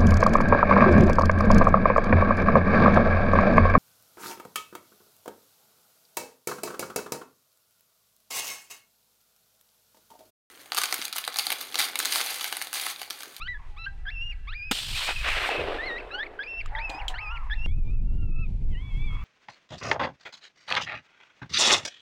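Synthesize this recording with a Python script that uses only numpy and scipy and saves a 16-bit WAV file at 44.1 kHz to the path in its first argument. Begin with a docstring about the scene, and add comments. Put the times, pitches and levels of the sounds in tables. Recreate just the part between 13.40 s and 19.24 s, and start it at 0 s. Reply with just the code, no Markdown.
"""A reed lure squeals in short phrases over a snowy field: partials on a gliding pitch, with a pop at some openings.
A rifle fires, a burst of coloured noise and a low push; its echo rolls back from trunks, treeline and hills.
A coyote barks and whines in partials and growls in pulsed noise; the rifle's bolt clicks as short rings.
Wind is lumpy filtered noise at the microphone, with far rustle and a faint tone behind it.
Late on, a click marks the scene changing to a windier field, where the lure is coloured differently."""
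import sys
import numpy as np
from scipy import signal
from scipy.fft import rfft, irfft, next_fast_len
from scipy.io import wavfile
from scipy.ndimage import uniform_filter1d, minimum_filter1d, map_coordinates

SR = 44100
rng = np.random.default_rng(int(sys.argv[2]) if len(sys.argv) > 2 else 0)


def to_wav(s):
    """Save 16-bit WAV."""
    ch = np.atleast_2d(s).T  # columns
    pcm = np.round(np.clip(ch, -1, 1) * 32767)  # PCM
    wavfile.write(sys.argv[1], SR, pcm.astype(np.int16))


def rack_gain(trim_db):
    """Turn a fader trim in dB into the linear factor to multiply a signal by."""
    fader = np.asarray(trim_db, float)
    return 10 ** (fader / 20)


N = 257544  # samples

# click where the second field begins: t/s, level/dB
CUT = (4.262, -16)


def unit(x):
    """Scaled to rms 1."""
    return x / np.sqrt(np.mean(x ** 2) + 1e-20)


def along(points, hz):
    """(Hz, value) points read on a log frequency axis."""
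    f, v = np.transpose(points)
    return np.interp(np.log(hz + 1), np.log(f + 1), v)


def curves(rows):
    """One value per sample for each column after the time."""
    s, *cols = np.transpose(rows)
    return [np.interp(np.arange(N) / SR, s, c) for c in cols]


def gate(rows, fade):
    """Open from the first row to the last, with soft edges (s)."""
    t = np.arange(N) / SR
    return np.clip(np.minimum(t - rows[0][0], rows[-1][0] - t) / fade + 0.5, 0, 1)


def wobble(rate):
    """A smooth random curve, rate knots a second."""
    knots = rng.standard_normal(int(N * rate / SR) + 4)
    return map_coordinates(knots, [np.arange(N) * rate / SR])


def filtered(x, response):
    """x times a response of frequency."""
    m = next_fast_len(len(x) + 8192)
    return irfft(rfft(x, m) * response(np.fft.rfftfreq(m, 1 / SR)), m)[:len(x)]


def rush(spectrum, patchy_db):
    """Coloured noise of rms 1 with patches of random gain in time and frequency."""
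    z = signal.stft(rng.standard_normal(N), nperseg=512)[2]
    field = uniform_filter1d(uniform_filter1d(rng.standard_normal(z.shape), 8, 0), 5, 1)
    x = signal.istft(z * rack_gain(patchy_db * unit(field)), nperseg=512)[1][:N]
    return unit(filtered(x, lambda hz: rack_gain(along(spectrum, hz))))


def turns(hz, jitter):
    """Phase of an oscillator whose pitch trembles."""
    return 2 * np.pi * np.cumsum(hz * (1 + jitter * wobble(150))) / SR


def lure():
    """A blown reed pops open, then sings partials coloured by the bell; the lip moves the pitch smoothly."""
    # reed phrases, each a list of: t/s, pitch f/Hz, level/dB
    squeals = [
        [(0.0, 1102, -48.5), (0.02, 1291, -35), (0.035, 1379, -39.5), (0.05, 1434, -43.5), (0.074, 1554, -37.5),
         (0.081, 1940, -40.5), (0.088, 1967, -33.5), (0.126, 1969, -34.5), (0.152, 1686, -42.5),
         (0.175, 1715, -44.5)],
        [(0.365, 1064, -53.5), (0.389, 1321, -43.5), (0.417, 1325, -43), (0.453, 1333, -40), (0.462, 1470, -43),
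         (0.468, 1599, -33.5), (0.479, 1592, -35), (0.53, 1593, -77.5)],
        [(0.652, 1806, -52), (0.668, 1569, -35), (0.69, 1714, -31.5), (0.7, 1785, -44), (0.707, 2270, -45),
         (0.716, 2690, -42), (0.74, 2758, -47.5), (0.765, 2648, -36), (0.839, 2805, -35), (0.909, 2818, -39.5),
         (0.929, 2254, -48), (0.94, 2157, -54)],
        [(1.072, 1038, -48), (1.088, 1186, -40.5), (1.118, 1438, -46.5), (1.14, 1939, -39), (1.15, 2335, -39),
         (1.182, 2459, -40), (1.21, 2400, -40), (1.224, 2442, -38), (1.285, 2569, -40), (1.31, 2464, -39.5)],
        [(1.545, 2328, -35), (1.575, 2639, -37), (1.59, 2619, -42)],
        [(1.63, 2163, -40), (1.65, 2350, -35), (1.67, 2441, -35), (1.735, 2524, -38)],
        [(1.76, 2655, -31), (1.774, 2454, -38), (1.815, 2594, -31)],
        [(2.1, 2544, -43), (2.126, 2650, -41), (2.21, 2561, -38.5)],
        [(2.385, 1744, -35.5), (2.425, 1926, -32.5), (2.469, 2167, -34.5), (2.49, 1989, -33.5),
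         (2.51, 1866, -33), (2.564, 1904, -37), (2.58, 1980, -38), (2.588, 2645, -38), (2.6, 2671, -39.5),
         (2.615, 2056, -49.5)],
        [(2.712, 1282, -39.5), (2.755, 1480, -33.5), (2.775, 1507, -40.5), (2.803, 1701, -29.5),
         (2.829, 1815, -32.5), (2.858, 2665, -55), (2.868, 2208, -37), (2.878, 1933, -71.5)],
        [(2.988, 1509, -43), (3.0, 1602, -33), (3.03, 1717, -37.5), (3.04, 2508, -42.5), (3.056, 2340, -48.5),
         (3.085, 2700, -36), (3.17, 2681, -38), (3.203, 2730, -36), (3.215, 2264, -32.5), (3.225, 2018, -68)],
        [(3.352, 2001, -45), (3.366, 1589, -37), (3.388, 1826, -37), (3.4, 2233, -39.5), (3.434, 2640, -38),
         (3.445, 2669, -31.5), (3.5, 2480, -43.5), (3.53, 2475, -45), (3.57, 2520, -47), (3.586, 2562, -44.5),
         (3.6, 2947, -43), (3.625, 2040, -38.5)],
        [(3.742, 1314, -42.5), (3.774, 1582, -44), (3.79, 2148, -31.5), (3.802, 2365, -41.5),
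         (3.82, 2696, -37.5), (3.838, 2590, -37), (3.88, 2412, -36), (3.9, 2560, -42.5), (3.914, 2765, -38),
         (3.932, 2895, -49.5), (3.958, 2896, -44.5), (3.98, 2114, -35.5)],
        [(4.098, 1870, -42), (4.112, 1635, -31.5), (4.136, 1820, -32.5), (4.146, 2090, -54), (4.16, 2740, -55),
         (4.205, 2670, -40), (4.228, 2790, -43), (4.26, 2790, -33.5)],
        [(4.265, 1060, -57.5), (4.311, 1144, -52), (4.365, 1300, -59.5), (4.45, 1192, -64.5),
         (4.494, 1207, -54.5), (4.546, 1320, -62), (4.594, 1225, -59), (4.636, 1299, -71.5), (4.664, 1392, -73),
         (4.7, 1340, -59), (4.76, 1410, -71.5), (4.832, 1390, -53.5), (4.87, 1312, -62.5), (4.934, 1292, -52.5),
         (5.01, 1315, -45), (5.042, 1290, -45), (5.07, 1150, -63.5)],
        [(5.305, 1101, -66.5), (5.353, 937, -49.5), (5.425, 1112, -56), (5.457, 1142, -52.5),
         (5.547, 1077, -51), (5.651, 1176, -46), (5.713, 1086, -46.5), (5.8, 1121, -51.5), (5.84, 1183, -65)],
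    ]
    # how sharply the reed closes: t/s, gain of the overtones/dB
    bite = [(0.0, -5), (0.07, 2), (0.09, -10), (0.16, -19.5), (0.36, -6), (0.458, 10), (0.466, -25.5),
            (0.655, -17.5), (0.67, -13.5), (0.69, -1), (0.8, -5), (1.1, -1.5), (1.3, 3), (2.4, -13.5),
            (2.42, -10.5), (2.47, 4.5), (2.51, -7), (2.71, 0.5), (2.8, -4.5), (3.0, -14.5), (3.03, 3),
            (3.354, -8), (3.368, -1), (3.49, -5.5), (3.57, 19), (3.61, -7.5), (3.9, -0.5), (4.1, -22),
            (4.113, -2.5), (4.145, 0), (4.25, -1.5), (4.27, -1), (4.9, -3), (5.35, 11), (5.84, -4.5)]
    # the bell: f/Hz, relative gain/dB
    horn = [(1000, -4), (1350, -11), (1700, -3.5), (2100, -3.2), (2700, -3.8), (3400, -5.5), (4100, -9.5),
            (5200, -26.5), (5900, -32), (6800, -53), (9000, -89.5)]
    # colour added in the second field: f/Hz, relative gain/dB
    afar = [(1100, -19), (1350, 1.5), (2300, 6.5), (3400, 6), (3600, -5), (3900, -20), (4700, -4.5),
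            (6000, -14)]
    # the reed snapping open: t/s, level/dB, f/Hz
    pops = [(0.6548, -38, 1570), (1.0765, -33, 2177), (2.7057, -32, 1654), (2.9916, -24, 1570),
            (3.3505, -20, 1964), (3.7402, -26, 1757), (4.0987, -24, 1800)]
    slope_db = -2  # each partial under the one below
    stiff_hz, stiff_db_per_khz = 1410, -11  # above this pitch the third and higher partials thin out

    hz, level_db = curves(np.concatenate(squeals))
    hz = uniform_filter1d(hz, size=150) * (1 + 0.006 * wobble(45))  # the lip quivers
    phase = turns(hz, jitter=0.0042)
    k = np.arange(5)[:, None]  # 0 is the fundamental
    partial_hz = (k + 1) * hz

    second_field = np.arange(N) >= CUT[0] * SR
    share_db = along(horn, partial_hz) + second_field * along(afar, partial_hz)
    share_db += (k > 0) * curves(bite)[0] + k * slope_db
    share_db += (k > 1) * stiff_db_per_khz * np.maximum(hz - stiff_hz, 0) / 1000
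    shares = rack_gain(share_db)
    sizes = rack_gain(level_db) * shares / np.linalg.norm(shares, axis=0)
    sizes = uniform_filter1d(sizes, size=380)
    tone = np.sum(sizes * np.sin((k + 1) * phase), axis=0)

    # turbulent air roughens the partials, most where the pitch breaks
    leap = np.clip(np.abs(np.gradient(hz)) * SR / 40000, 0, 1)
    tone *= 1 + (rack_gain(-36) + 0.5 * leap) * wobble(1200)
    blown = sum(gate(rows, 0.0014) for rows in squeals)
    out = np.sqrt(2) * np.minimum(blown, 1) * tone * rack_gain(2.2 * wobble(90))

    u = np.arange(SR // 20) / SR
    for s, db, pop_hz in pops:
        pop = rack_gain(db - 60 * u / 0.03) * np.sin(2 * np.pi * pop_hz * u)
        out[round(s * SR):][:len(u)] += pop * (1 - np.exp(-u / 0.0008))
    return out


def shot():
    """The muzzle blast, then its echo: near trunks hiss, the treeline cracks, far hills boom, duller with distance."""
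    # colours of blast and of the three distances: f/Hz, relative level/dB
    blast_colour = [(120, -30), (200, -0.5), (1910, -9), (2510, -8.5), (2910, -1), (3830, -8),
                    (14100, -26.5), (16000, -36.5)]
    boom_colour = [(110, -53), (180, -24), (429, -3), (544, -6), (736, -6.5), (813, -10.5), (1600, -16),
                   (2080, -31), (3520, -120)]
    crack_colour = [(290, -41.5), (500, -6.5), (629, -2.5), (1020, 2), (2690, 7.5), (3600, -0.5),
                    (6000, -21), (7800, -54), (13200, -120)]
    hiss_colour = [(900, -31), (1800, -15), (3000, 3.5), (4200, 0.5), (6300, -11.5), (8500, -8.5),
                   (10800, -19.5), (13200, -18.5), (16000, -29)]
    # echo: t/s, far hills' boom level/dB, treeline's crack level/dB, near trunks' hiss level/dB
    echo_rows = [(1.32, -63, -37, -31.5), (1.342, -56, -44, -31.5), (1.48, -64, -45.5, -36.5),
                 (1.57, -75, -41, -33.5), (1.62, -51, -31, -33), (1.66, -64, -41.5, -33.5),
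                 (1.69, -42, -27, -35), (1.725, -45.5, -35, -38), (1.76, -68, -45.5, -41),
                 (1.836, -69, -41, -43.5), (1.846, -46, -27, -41.5), (1.926, -46, -22.5, -34.5),
                 (1.975, -42, -28.5, -41), (2.04, -42.5, -28.5, -40.5), (2.09, -36.5, -29.5, -37),
                 (2.098, -48, -35.5, -44.5), (2.115, -36, -30.5, -46), (2.187, -29.5, -36, -51),
                 (2.33, -37, -39.5, -57.5), (2.62, -41, -51.5, -67.5), (2.85, -47, -62, -74.5),
                 (3.05, -51, -65, -83), (3.3, -61, -56.5, -83)]
    # single reflectors: t/s, level/dB (before the cut in the loop), f/Hz
    slaps = [(1.609, -25.5, 980), (1.689, -10.5, 772), (1.709, -20.5, 842.6), (1.843, -24.5, 1270),
             (1.969, -16.5, 711), (2.0911, -8, 800), (2.188, -21, 405), (2.254, -30, 617)]

    t = np.arange(N) / SR - 1.3115  # s from the muzzle blast
    blast = rack_gain(-2 - 60 * np.abs(t) / 0.029) * np.clip(t / 0.0014, 0, 1) ** 2
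    blast = blast * rush(blast_colour, patchy_db=-3.5)
    push = rack_gain(-12 - 60 * np.abs(t) / 0.033) * np.clip(t / 0.002, 0, 1)
    blast += push * np.sin(2 * np.pi * 265 * t)  # the low push

    boom_db, crack_db, hiss_db = curves(echo_rows)
    uneven = wobble(45) + 1.1 * wobble(220)  # reflectors stand at uneven distances
    echo = rack_gain(boom_db + 1.5 * uneven) * rush(boom_colour, patchy_db=1.6)
    echo += rack_gain(crack_db + 1.6 * uneven) * rush(crack_colour, patchy_db=1)
    echo += rack_gain(hiss_db + 0.7 * uneven) * rush(hiss_colour, patchy_db=0.7)
    out = blast + gate(echo_rows, 0.012) * echo

    u = np.arange(SR // 20) / SR
    for s, db, hz in slaps:
        thud = np.sin(2 * np.pi * hz * u) * rack_gain(-60 * u / 0.015)
        grit = uniform_filter1d(rng.standard_normal(len(u)), size=6)
        thud += 0.46 * rack_gain(-60 * u / 0.0046) * grit
        out[round(s * SR):][:len(u)] += rack_gain(db - 2.5) * thud * (1 - np.exp(-u / 0.00041))
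    return out / (1 + np.abs(out / 0.13) ** 8) ** (1 / 8)  # the capsule overloads


def coyote():
    """A hoarse harmonic bark, thin whines, and growls of uneven slow pulses in a moving throat resonance."""
    # voiced bark: t/s, pitch f/Hz, level/dB
    bark_rows = [(3.3, 253.4, -76), (3.336, 287.6, -48), (3.398, 303, -45), (3.47, 301, -62)]
    # throat in the bark: f/Hz, gain/dB
    bark_throat = [(600, -6.5), (880, 8), (1200, -10), (1500, -7.5), (2200, -5.5), (3000, -63)]
    # whines, each a list of: t/s, pitch f/Hz, level/dB
    whines = [
        [(0.14, 985, -66), (0.264, 922, -67), (0.32, 840, -64), (0.46, 807, -65), (0.6, 778, -72),
         (0.672, 735, -63), (0.76, 690, -78.5)],
        [(2.73, 791, -54.5), (2.792, 840, -40.5), (2.81, 800, -69)],
        [(3.1, 686.5, -66), (3.192, 681, -55), (3.25, 673, -62)],
        [(3.46, 700, -60), (3.512, 819, -43), (3.542, 766, -48), (3.6, 863, -54), (3.62, 788.5, -46),
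         (3.705, 749, -48.5), (3.75, 745, -51)],
        [(3.756, 1235, -51.5), (3.89, 1249, -46), (3.928, 1413, -42.5), (4.002, 1334, -47), (4.028, 1205, -52),
         (4.082, 904, -60), (4.17, 780, -59.5)],
    ]
    # growls: start t/s, end t/s, throat f/Hz at start, throat f/Hz at end, level/dB
    growls = [(0.176, 0.29, 1090, 930, -57), (0.294, 0.95, 840, 756, -70), (3.305, 3.49, 855, 800, -47.5),
              (3.484, 3.76, 883, 896, -42), (3.761, 4.09, 860, 1044, -49.5),
              (5.374, 5.658, 1054, 940, -62.5), (5.666, 5.737, 1050, 1140, -58.5),
              (5.722, 5.86, 1150, 1100, -50)]

    hz, db = curves(bark_rows)
    phase = turns(hz, jitter=0.01994)
    bark = sum(rack_gain(along(bark_throat, k * hz) + 1.3 * wobble(50)) * np.sin(k * phase) for k in range(2, 10))
    out = np.sqrt(2) * rack_gain(db) * gate(bark_rows, 0.03) * bark

    for rows in whines:
        hz, db = curves(rows)
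        phase = turns(hz, jitter=0.01)
        # lower partials of a slower fold rhythm, stronger in loud cries
        under = np.sin(phase * 5 / 6) + np.sin(phase * 4 / 6)
        size = np.sqrt(2) * rack_gain(db + 2.6 * wobble(40)) * gate(rows, 0.015)
        under_size = rack_gain(np.minimum(db + 36, -11) + 2.5 * wobble(30))
        out += size * (np.sin(phase) + under_size * under)

    flap_hz = 48 * rack_gain(2.5 * wobble(25))
    flaps = (1 + np.cos(2 * np.pi * np.cumsum(flap_hz) / SR)) ** 1.1  # vocal folds slap shut
    f, t, z = signal.stft((flaps + 3.2) * rng.standard_normal(N), SR, nperseg=256)
    f = f[:, None]
    for start, end, from_hz, to_hz, db in growls:
        centre = np.interp(t, [start, end], [from_hz, to_hz])
        throat = 1 / (1 + ((f - centre) / 90) ** 2)
        throat += 0.2 / (1 + ((f - 1.96 * centre) / 400) ** 2)
        growl = unit(signal.istft(z * throat, nperseg=256)[1][:N])
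        out += rack_gain(db) * gate([[start], [end]], 0.045) * growl
    return out


def bolt():
    """Each contact rings the steel briefly, knocks the stock and leaves a bright tail among the trunks."""
    # metal contacts: t/s, level/dB, ring f/Hz, stock knock level/dB over the contact, tail t60/s
    contacts = [(3.2593, -31, 1220, -52, 0.03), (3.495, -30.5, 2560, -7.5, 0.1),
                (3.4997, -29, 4130, -19, 0.3), (3.548, -44.5, 2600, 5, 0.13), (3.6814, -9, 3230, -36, 0.1)]
    # colour of the clatter: f/Hz, relative level/dB
    steel = [(1500, -20.5), (3000, 6.5), (5500, -9), (8000, -7.5), (10000, -20), (15000, -24.5)]

    out, t = np.zeros(N), np.arange(SR // 4) / SR
    clatter = rush(steel, patchy_db=1.5)
    for s, db, hz, knock_db, t60 in contacts:
        at = round(s * SR)
        ring = rack_gain(-60 * t / 0.02) * np.sin(2 * np.pi * hz * t)
        ring += 0.12 * rack_gain(-60 * t / 0.03) * np.sin(2 * np.pi * 7100 * t)
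        knock = rack_gain(knock_db - 60 * t / 0.1) * np.sin(2 * np.pi * 305 * t)
        crack = (0.32 * rack_gain(-60 * t / 0.014) + 0.072 * rack_gain(-60 * t / t60)) * clatter[at:at + len(t)]
        out[at:at + len(t)] += rack_gain(db) * (ring + knock + crack) * (1 - np.exp(-t / 0.00019))
    return out


def woods(x, hills_db):
    """Near trees answer at once, each frequency dying at its own speed; the hills answer late and dull."""
    # near trees: f/Hz, t60/s
    trees = [(500, 0.28), (2000, 0.22), (3000, 0.29), (6000, 0.31)]
    # the hills' late answer: delay t/s, level/dB before hills_db is added
    hills = [(.1, -29), (.25, -18.5), (.5, -20), (.6, -20), (.9, -16.5), (1.3, -57.5)]

    hz, t, z = signal.stft(rng.standard_normal(3 * SR // 2), SR, nperseg=256)
    hz = hz[:, None]
    near = rack_gain(-60 * t / along(trees, hz))
    late = rack_gain(np.interp(t, *np.transpose(hills), right=-90) + hills_db - 2.5 * hz / 1000)
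    tail = signal.istft(z * (near + late), SR, nperseg=256)[1]
    wet = signal.fftconvolve(np.pad(x, (600, 0)), tail / np.linalg.norm(tail))[:N]
    return wet * rack_gain(1.2 * wobble(40))  # moving air smears the answer


def wind():
    """Lumpy buffeting on the microphone, its roar, and far rustle that flickers with the roar."""
    # wind at the microphone: t/s, buffet level/dB, roar level/dB
    gusts = [(0.0, -37.5, -54), (0.2, -37, -60), (0.32, -34.5, -63), (0.45, -41.5, -56), (0.62, -33, -55.5),
             (0.88, -32.5, -56.5), (1.2, -37.5, -65), (1.4, -47.5, -54.5), (1.52, -35.5, -41),
             (1.64, -41, -58), (1.78, -27, -49.5), (1.9, -24.5, -54), (2.07, -43.5, -71),
             (2.22, -41.5, -42), (2.45, -37.5, -72), (3.02, -57.5, -69), (3.28, -27.5, -51.5),
             (3.5, -39, -61), (3.8, -28.5, -57.5), (4.2, -28, -52), (4.28, -18, -34.5), (4.9, -22, -33.5),
             (5.3, -24.5, -37), (5.55, -24.5, -39.5), (5.84, -26, -41)]
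    # distant rustle: t/s, level/dB
    air = [(0, -66), (1.3, -70.5), (3.3, -68.5), (3.5, -64), (4.2, -66.5), (4.7, -70.5), (5.3, -67.5),
           (5.84, -62)]
    # colours of the three: f/Hz, relative level/dB
    buffet_colour = [(8.8, -35), (15, 10), (36, 1.5), (130, -22), (170, -49), (290, -120)]
    roar_colour = [(41, -40.5), (70, -9.5), (122, -13), (387, -38), (639, -50.5), (792, -55.5), (900, -51),
                   (1170, -72.5), (1980, -120)]
    rustle_colour = [(240, -16), (400, -7.5), (545, -19.5), (753, -10), (1420, -25), (1530, -17.5),
                     (1710, -22), (2020, -16), (2290, -13.5), (7990, -31), (16000, -45.5)]

    buffet_db, roar_db = curves(gusts)
    lumps, flicker = wobble(9.8), wobble(30)
    buffet = rack_gain(buffet_db) * unit(rack_gain(1.6 * lumps) * rush(buffet_colour, patchy_db=0.6))
    roar = rack_gain(roar_db) * unit(rack_gain(1.3 * lumps + 2.2 * flicker) * rush(roar_colour, patchy_db=1.5))
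    rustle = rack_gain(curves(air)[0] + 2.1 * flicker) * rush(rustle_colour, patchy_db=0.8)
    return buffet + roar + rustle


def linger():
    """A faint tone over the far field, its pitch and level blurred by the air it crosses."""
    # t/s, f/Hz, level/dB
    far_tone = [(5.3, 2630, -74), (5.5, 2630, -67), (5.84, 2630, -65)]
    hz, db = curves(far_tone)
    size = np.sqrt(2) * rack_gain(db + 4.2 * wobble(45)) * gate(far_tone, 0.03)
    return size * np.sin(turns(hz, jitter=0.006))


def scene():
    """Voices with their answer from the woods, cut off where the field changes; shot, bolt, wind and far tone."""
    voices, cut = lure() + coyote(), round(CUT[0] * SR)
    before = np.arange(N) < cut
    wet = before * woods(before * voices, hills_db=7.5)
    wet = wet + woods(~before * voices, hills_db=5.5)
    click, u = np.zeros(N), np.arange(400)
    click[cut:cut + 400] = rack_gain(CUT[1]) * np.exp(-u / 30) * (1 - np.exp(-u / 3))
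    return (voices + rack_gain(-19.5) * wet + shot() + linger() + bolt() + wind() + click)[None]


def top_cut(x):
    """Nothing passes above the cut-off."""
    return signal.sosfilt(signal.butter(12, 16470, fs=SR, output="sos"), x)


def record(dry):
    """A limiter ducks the whole mix around every peak above 0.13, such as the strongest wind lumps."""
    needed = np.minimum(1, 0.13 / (np.abs(dry) + 1e-9))
    gain = uniform_filter1d(minimum_filter1d(needed, size=700), size=700)
    return top_cut(dry * gain)


dry = scene()
out = record(dry)
to_wav(out)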